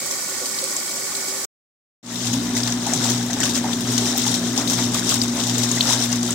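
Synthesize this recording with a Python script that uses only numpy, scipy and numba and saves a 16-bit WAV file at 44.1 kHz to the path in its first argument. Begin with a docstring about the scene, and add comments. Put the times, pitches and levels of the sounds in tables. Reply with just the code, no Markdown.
"""Water gushes and spatters, stops short, then after a brief silence sloshes over a hum and a rumble.
A top-loading washer, heard from above the open lid: a jet fills the tub, then the agitator churns it.
Drops and bubbles ring all over the surface as short rising sines, smeared by the steel walls.
The motor hums at multiples of the mains frequency, the cabinet rumbles, the agitator thuds."""
import sys
import numpy as np
from scipy import signal
from scipy.fft import rfft, irfft, next_fast_len
from scipy.io import wavfile
from scipy.ndimage import uniform_filter1d
from numba import njit

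SR = 44100
rng = np.random.default_rng(int(sys.argv[2]) if len(sys.argv) > 2 else 0)


def unload_audio(sound):
    """Save the sound as a 16-bit wav file, at the path given as the first command line argument."""
    columns = np.transpose(np.atleast_2d(sound))
    # keep every value between -1 and 1, then stretch to whole-number steps
    steps = np.round(np.clip(columns, -1, 1) * 32767)
    wavfile.write(sys.argv[1], SR, steps.astype(np.int16))


N = 279594

# single splashes: t/s, level/dB, f/Hz, left minus right/dB
SPLASHES = [(0.1103, -9.5, 6960, -3), (0.4577, -13.5, 4650, 3), (0.587, -16, 4500, 4),
            (0.6396, -10, 8300, -2.5), (0.7651, -5.5, 7300, 1), (1.15, -17, 4330, -2),
            (1.284, -21, 5290, -2), (2.157, -17, 3735, 7), (2.2684, -19, 6160, 5), (2.5673, -13, 5930, 4),
            (2.6321, -9, 5170, 12), (2.674, -13, 5600, 17), (2.722, -7.5, 6400, 3), (2.866, -14, 6070, 7),
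            (2.935, -3, 6500, 7), (3.3313, -9.5, 5930, 8), (3.403, -8.5, 7050, 11), (3.4322, -10, 3210, 13),
            (3.494, -17, 5640, 4), (3.5527, -8.5, 5530, 9), (3.7305, -16, 3550, 8), (3.9784, -7, 5700, 12),
            (4.1776, -3, 13600, 4), (4.2642, -11, 5590, 3), (4.3415, -9, 5650, 11), (4.576, -4.5, 5930, 9),
            (4.675, -13.5, 3830, 14), (4.698, -10, 5900, 10), (4.732, -9, 6470, 8), (4.944, -13, 5900, 10),
            (5.0916, -8, 5550, 12), (5.141, -9, 5900, 7), (5.2154, -6, 4900, 11), (5.235, -16, 5750, 6),
            (5.281, -15, 5500, 8), (5.4365, -17, 3530, 5), (5.4948, -13, 5700, 5),
            (5.5816, -12.5, 6200, 12), (5.635, -6.5, 5700, 15), (5.715, -6.5, 6870, 12),
            (5.8075, 1, 3680, 6), (6.127, -7, 6030, 13), (6.23, -10, 7140, 4), (6.306, -5.5, 7530, 2)]


def undb(db):
    return 10 ** (np.asarray(db) / 20)


def unit(x):
    """Scale the mid signal to rms 1."""
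    return x / np.sqrt(np.mean(np.mean(x, axis=0) ** 2))


def colour(x, spectrum, modes=()):
    """Filter by a spectrum table, with resonance peaks and dips on top."""
    size = next_fast_len(N)
    hz = np.maximum(np.arange(size // 2 + 1) * SR / size, 1)
    points_hz, *columns_db = np.transpose(spectrum)
    db = np.array([np.interp(np.log(hz), np.log(points_hz), column) for column in columns_db])
    for centre_hz, width_hz, boost_db in modes:
        db = db + boost_db / (1 + (2 * (hz - centre_hz) / width_hz) ** 2)
    return irfft(rfft(x, size) * undb(db), size)[:, :N]


def walk(rate_hz):
    """Random levels joined by ramps; spread near 1."""
    hold = int(SR / rate_hz)
    return 1.56 * uniform_filter1d(np.repeat(rng.standard_normal(N // hold + 1), hold), hold)[:N]


def surges(rate_hz, decay_s, depth, at_s=()):
    """Gain that jumps at random, by the full depth at the given times, and decays to 1."""
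    kicks = depth * rng.random(N) ** 2 * (rng.random(N) < rate_hz / SR)
    kicks[(np.array(at_s) * SR).astype(int)] = depth
    return 1 + signal.lfilter([1], [1, -np.exp(-1 / (decay_s * SR))], kicks)


def swells(crest_s, length_s, peak_db, calm_db, rise_over_fall=1):
    """Level/dB of a calm floor plus bell-shaped swells, summed in power."""
    t = np.arange(0, N + 64, 64) / SR
    place = 2 * (t[:, None] - crest_s) / length_s
    bells = undb(peak_db) ** 2 * np.exp(-(place / np.where(place < 0, rise_over_fall, 1)) ** 2)
    return np.interp(np.arange(N) / SR, t, 10 * np.log10(undb(calm_db) ** 2 + bells.sum(axis=1)))


@njit
def ring(start, hz, t60_s, glide, left, right, samples):
    """Each bubble is a sine that swells within a cycle, then decays as its pitch climbs."""
    out = np.zeros((2, samples))
    for k in range(len(start)):
        steps = int(t60_s[k] * SR * 2 / 3) + 2  # down to -40 dB
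        pole = np.exp(2j * np.pi * hz[k] / SR - np.log(1000) / (t60_s[k] * SR))
        chirp = np.exp(2j * np.pi * hz[k] * glide / (SR * steps))
        phasor, onset_gap, gap_decay = 1. + 0j, 1., np.exp(-2 * hz[k] / SR)
        for i in range(start[k], min(start[k] + steps, samples)):
            out[0, i] += (phasor * left[k]).imag * (1 - onset_gap)
            out[1, i] += (phasor * right[k]).imag * (1 - onset_gap)
            phasor *= pole
            pole *= chirp
            onset_gap *= gap_decay
    return out


def bubbles(start_s, hz, t60_s, size, pan_db, glide):
    """Bubbles spread over the surface: each reaches one channel slightly ahead in phase."""
    lag_spread_s = .00011
    lead = np.exp(1j * np.pi * hz * lag_spread_s * rng.standard_normal(len(start_s)))
    left, right = size * undb(pan_db / 2) * lead, size * undb(-pan_db / 2) / lead
    return ring((start_s * SR).astype(np.int64), hz, t60_s, glide, left, right, N)


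def froth(per_s, lo_hz, hi_hz, max_cycles, scatter_db, gain):
    """Dense crowd of bubbles, short and long ringing, some larger than the rest."""
    when, pitch, bulk, polarity, length = rng.random((int(per_s * N / SR), 5)).T
    start_s = when * (N - 1) / SR
    hz = lo_hz * (hi_hz / lo_hz) ** pitch
    cycles = 6 * (max_cycles / 6) ** length
    larger_db = np.minimum(-scatter_db * np.log(1 - bulk), 16)
    size = hz / np.sqrt(cycles) * undb(larger_db)  # grows with pitch: the crowd is white
    size = size * np.sign(polarity - .5) * gain[(start_s * SR).astype(int)]
    return bubbles(start_s, hz, cycles / hz, size, pan_db=3 * rng.standard_normal(len(hz)), glide=.15)


def bursts(events, count, spread, cycles, length_s, glide):
    """One tight cluster of bubbles per event, around its pitch; centred if there is no pan column."""
    start_s, level_db, centre_hz, *pan_db = np.repeat(np.array(events), count, axis=0).T
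    detune, delay = rng.random((len(start_s), 2)).T
    place = (np.arange(len(start_s)) % count + detune) / count - .5  # evenly across the band
    hz = np.minimum(centre_hz * np.exp(spread * place), .4 * SR)
    size = undb(level_db - 37 * place ** 2) / np.sqrt(count)
    return bubbles(start_s + length_s * delay ** 2, hz, cycles / hz, size, np.sum(pan_db, axis=0), glide)


def filling():
    """The jet gurgles into the tub and throws drops and a steady spray."""
    # water spectrum, relative: f/Hz, left/dB, right/dB
    tone = [(50, -28, -31), (149.8, -14.5, -13), (236, -6.5, -7), (695, -12, -13), (1310, -16, -10),
            (2200, -7.5, -10), (2770, -11, -13), (4360, -8, -7), (6640, -4.5, -4), (7850, -3.5, 0),
            (9500, -12, -12), (12000, -17.5, -13.5), (16000, -19.5, -14.5)]
    # air resonances of the part-filled tub: f/Hz, width/Hz, gain/dB
    tub_modes = [(386.2, 20.5, 15.5), (437.7, 88, -9.5), (535, 110, 9), (822, 16, 8), (970, 40, 1),
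                 (1136, 57, 9.5), (1457, 77, 7), (1676, 84, -15.5), (1738, 14, 16), (1875, 27, 9),
                 (2250, 17, 14), (2790, 670, -8.5), (3560, 210, -5.5), (4080, 110, -6.5)]
    gurgle_db, spray_db = -35.5, -29
    splash_s = np.transpose(SPLASHES)[0]
    gurgle = froth(4000, 39.8, 2925, max_cycles=26, scatter_db=0, gain=surges(19, .0274, .15))
    drops = froth(7000, 2400, 5600, max_cycles=60, scatter_db=1.5, gain=surges(10, .012, .79, splash_s))
    spray = froth(14000, 5630, 17000, max_cycles=40, scatter_db=0, gain=surges(17, .0071, .62, splash_s))
    return (unit(colour(gurgle, tone, tub_modes)) * undb(gurgle_db)
            + unit(colour(drops + spray, tone, tub_modes)) * undb(spray_db))


def splashes():
    """Single splashes: small bubbles ring high, almost at once."""
    return bursts(SPLASHES, count=7, spread=.42, cycles=76, length_s=.0024, glide=.23)


def gulps():
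    """Large bubbles gulp at lower pitches."""
    # gulps: t/s, level/dB, f/Hz
    events = [(0.415, -21.5, 512), (0.626, -21, 540), (1.12, -22, 1130), (2.565, -17.5, 1970),
              (2.866, -11, 780), (2.927, -13.5, 714), (3.062, -25, 870), (3.411, -11, 1850),
              (3.43, -14.5, 1570), (3.642, -15, 830), (3.662, -16, 820), (4.145, -22, 755),
              (4.261, -14, 850), (4.574, -22, 710), (4.728, -25, 960), (4.941, -17, 1180),
              (5.023, -16.5, 1520), (5.117, -12.5, 1210), (5.773, -15.5, 1950), (5.899, -17, 930)]
    return bursts(events, count=4, spread=.24, cycles=37, length_s=.01, glide=.13)


def tub_echo(x):
    """The steel walls add a short bright tail, different in each channel."""
    t60_s, tail_db, highpass_hz = .04, -12, 2200
    t = np.arange(SR // 10) / SR
    tail = rng.standard_normal((2, len(t))) * np.exp(-np.log(1000) * t / t60_s)
    tail = signal.sosfilt(signal.butter(2, highpass_hz, "high", fs=SR, output="sos"), tail)
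    tail = tail * undb(tail_db) / np.sqrt(np.sum(tail ** 2, axis=1, keepdims=True))
    return x + signal.fftconvolve(x, tail, axes=1)[:, :N]


def churning():
    """Waves slosh against the tub and break into spray and mist."""
    # water spectrum, relative: f/Hz, left/dB, right/dB
    tone = [(302, -13.5, -17), (505, -4.5, -8.5), (680, -2, -5), (1260, -8.5, -7), (2020, -8.5, -9),
            (2500, -13, -18.5), (2790, -12, -21), (3660, -2.5, -15), (4570, -8, -14.5), (5540, -0.5, -12),
            (7710, -5.5, -9.5), (9450, -18, -14.5), (12400, -14, -17), (15000, -14, -18)]
    # waves: crest t/s, length/s, spray/dB, slosh/dB
    waves = [(2.106, 0.056, -30.5, -37), (2.239, 0.18, -27.5, -43.5), (2.58, 0.063, -25.5, -33.5),
             (2.677, 0.087, -29.5, -37.5), (2.9, 0.11, -28.5, -32.5), (3.073, 0.16, -24, -33),
             (3.453, .09, -24.5, -35), (3.565, 0.042, -25, -34), (3.66, 0.045, -38, -34.5),
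             (3.725, .07, -33, -41), (3.95, .14, -25.5, -36.5), (4.078, 0.093, -23, -33.5),
             (4.205, 0.09, -26, -39.5), (4.28, 0.084, -26, -34), (4.36, 0.077, -27.5, -43),
             (4.47, 0.084, -29.5, -43.5), (4.602, 0.066, -28, -31), (4.713, 0.073, -24.5, -35.5),
             (4.809, 0.11, -25, -34), (4.961, 0.067, -25, -33), (5.111, 0.11, -22, -35.5),
             (5.229, 0.046, -29, -42), (5.398, 0.078, -26.5, -38), (5.587, 0.28, -27.5, -36),
             (5.767, 0.085, -25.5, -40), (5.905, .12, -21, -28.5), (6.024, 0.073, -23, -36),
             (6.13, 0.082, -32, -38.5), (6.28, 0.064, -28.5, -43)]
    calm_slosh_db, calm_spray_db, calm_mist_db = -36.5, -32, -47
    crest_s, length_s, spray_peak_db, slosh_peak_db = np.transpose(waves)
    slosh_db = swells(crest_s, length_s, slosh_peak_db, calm_slosh_db, rise_over_fall=.84)
    spray_db = swells(crest_s, length_s, spray_peak_db, calm_spray_db, rise_over_fall=.84)
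    mist_db = calm_mist_db + 1.01 * (spray_db - calm_spray_db)
    breaking = surges(30, .0064, 1.27, at_s=np.transpose(SPLASHES)[0])
    slosh_gain = breaking ** .16 * surges(13, .015, .82)
    slosh = froth(2500, 389.8, 2616, max_cycles=53, scatter_db=1, gain=slosh_gain)
    spray = froth(11000, 2420, 9680, max_cycles=94, scatter_db=2.5, gain=breaking)
    mist_gain = breaking ** 1.43 * surges(12, .0061, 2.3)
    mist = froth(10000, 9040, 16600, max_cycles=70, scatter_db=1, gain=mist_gain)
    layers = (slosh, slosh_db), (spray, spray_db), (mist, mist_db)
    return sum(unit(colour(x, tone)) * undb(db) for x, db in layers)


def mains_hum(harmonic, db):
    """One mains harmonic, wavering in level and phase."""
    mains_hz, pan_db = 60.01, 1.3
    phase = 2 * np.pi * harmonic * mains_hz * np.arange(N) / SR + .6 * walk(3) + .2 * walk(14)
    tone = np.sqrt(2) * undb(db + .8 * walk(25)) * np.sin(phase)
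    return tone * undb(np.array([[pan_db], [-pan_db]]) / 2)


def motor():
    """Magnetic pull at 2x and 4x mains, swelling with the load of each stroke."""
    # agitator strokes, forth and back in turn: full load t/s, length/s, 2x level/dB, 4x level/dB
    strokes = [(2.327, 0.18, -29.5, -26.5), (2.64, .16, -31.5, -27), (3.116, .2, -28, -24.5),
               (3.51, .25, -38, -24.5), (3.956, .2, -30.5, -26), (4.31, 0.089, -31, -27),
               (4.832, 0.2, -29.5, -26.5), (5.17, 0.24, -33.5, -26), (5.604, .28, -28.5, -25.5),
               (6.05, 0.45, -32, -24.5)]
    load_s, length_s, second_peak_db, fourth_peak_db = np.transpose(strokes)
    fourth_lag_s = np.resize((.029, .094), len(load_s))  # forth, back
    second_db = swells(load_s, length_s, second_peak_db, calm_db=-38)
    fourth_db = swells(load_s + fourth_lag_s, length_s=.21, peak_db=fourth_peak_db, calm_db=-29)
    return mains_hum(2, second_db) + mains_hum(4, fourth_db)


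def cabinet():
    """The panels rumble, nearly alike in both channels, and carry the weaker mains harmonics."""
    # rumble spectrum, relative: f/Hz, level/dB
    tone = [(25, -28), (60, -24), (85, -26), (100, -9.5), (135, -10.5), (160, -11.5), (215, -8.5),
            (270, 3.5), (300, -7.5), (420, -11), (460, -22.5), (700, -42)]
    # weak hum: mains harmonic, level/dB
    weak_hum = [(1, -53.5), (3, -40), (6, -42)]
    rumble_db, side_db = -31, -14
    mid, side = colour(rng.standard_normal((2, N)), tone)
    rumble = unit(mid + undb(side_db) * side * np.array([[1], [-1]])) * undb(rumble_db + 1.3 * walk(6))
    return rumble + sum(mains_hum(harmonic, db + 2.1 * walk(9)) for harmonic, db in weak_hum)


def thuds():
    """Dull thuds as the agitator reverses."""
    # thuds: t/s, level/dB, f/Hz
    events = [(2.94, -19, 156), (3.43, -20, 176), (3.89, -23, 400), (4.015, -14.5, 353), (5.57, -18, 408)]
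    return bursts(events, count=3, spread=.35, cycles=42, length_s=.0121, glide=.028)


def scene():
    fill_end_s, fade_out_s, churn_start_s, fade_in_s = 1.455, .0058, 2.028, .28
    t = np.arange(N) / SR
    fade_out = np.clip((fill_end_s - t) / fade_out_s, 0, 1)
    fade_in = np.clip((t - churn_start_s) / fade_in_s, 0, 1) ** .58
    spatter = splashes() + gulps()
    reversals = thuds()
    fill = tub_echo(filling() + spatter) * fade_out
    churn = tub_echo(churning() * fade_in + spatter * (fade_in > 0))
    return fill + churn + reversals + (motor() + cabinet()) * fade_in


def record(dry):
    """The loudest splashes are softly rounded off and the top is cut."""
    cutoff_hz = 15800
    return signal.sosfilt(signal.ellip(12, .2, 100, cutoff_hz, fs=SR, output="sos"), np.tanh(dry))


dry = scene()
out = record(dry)
unload_audio(out)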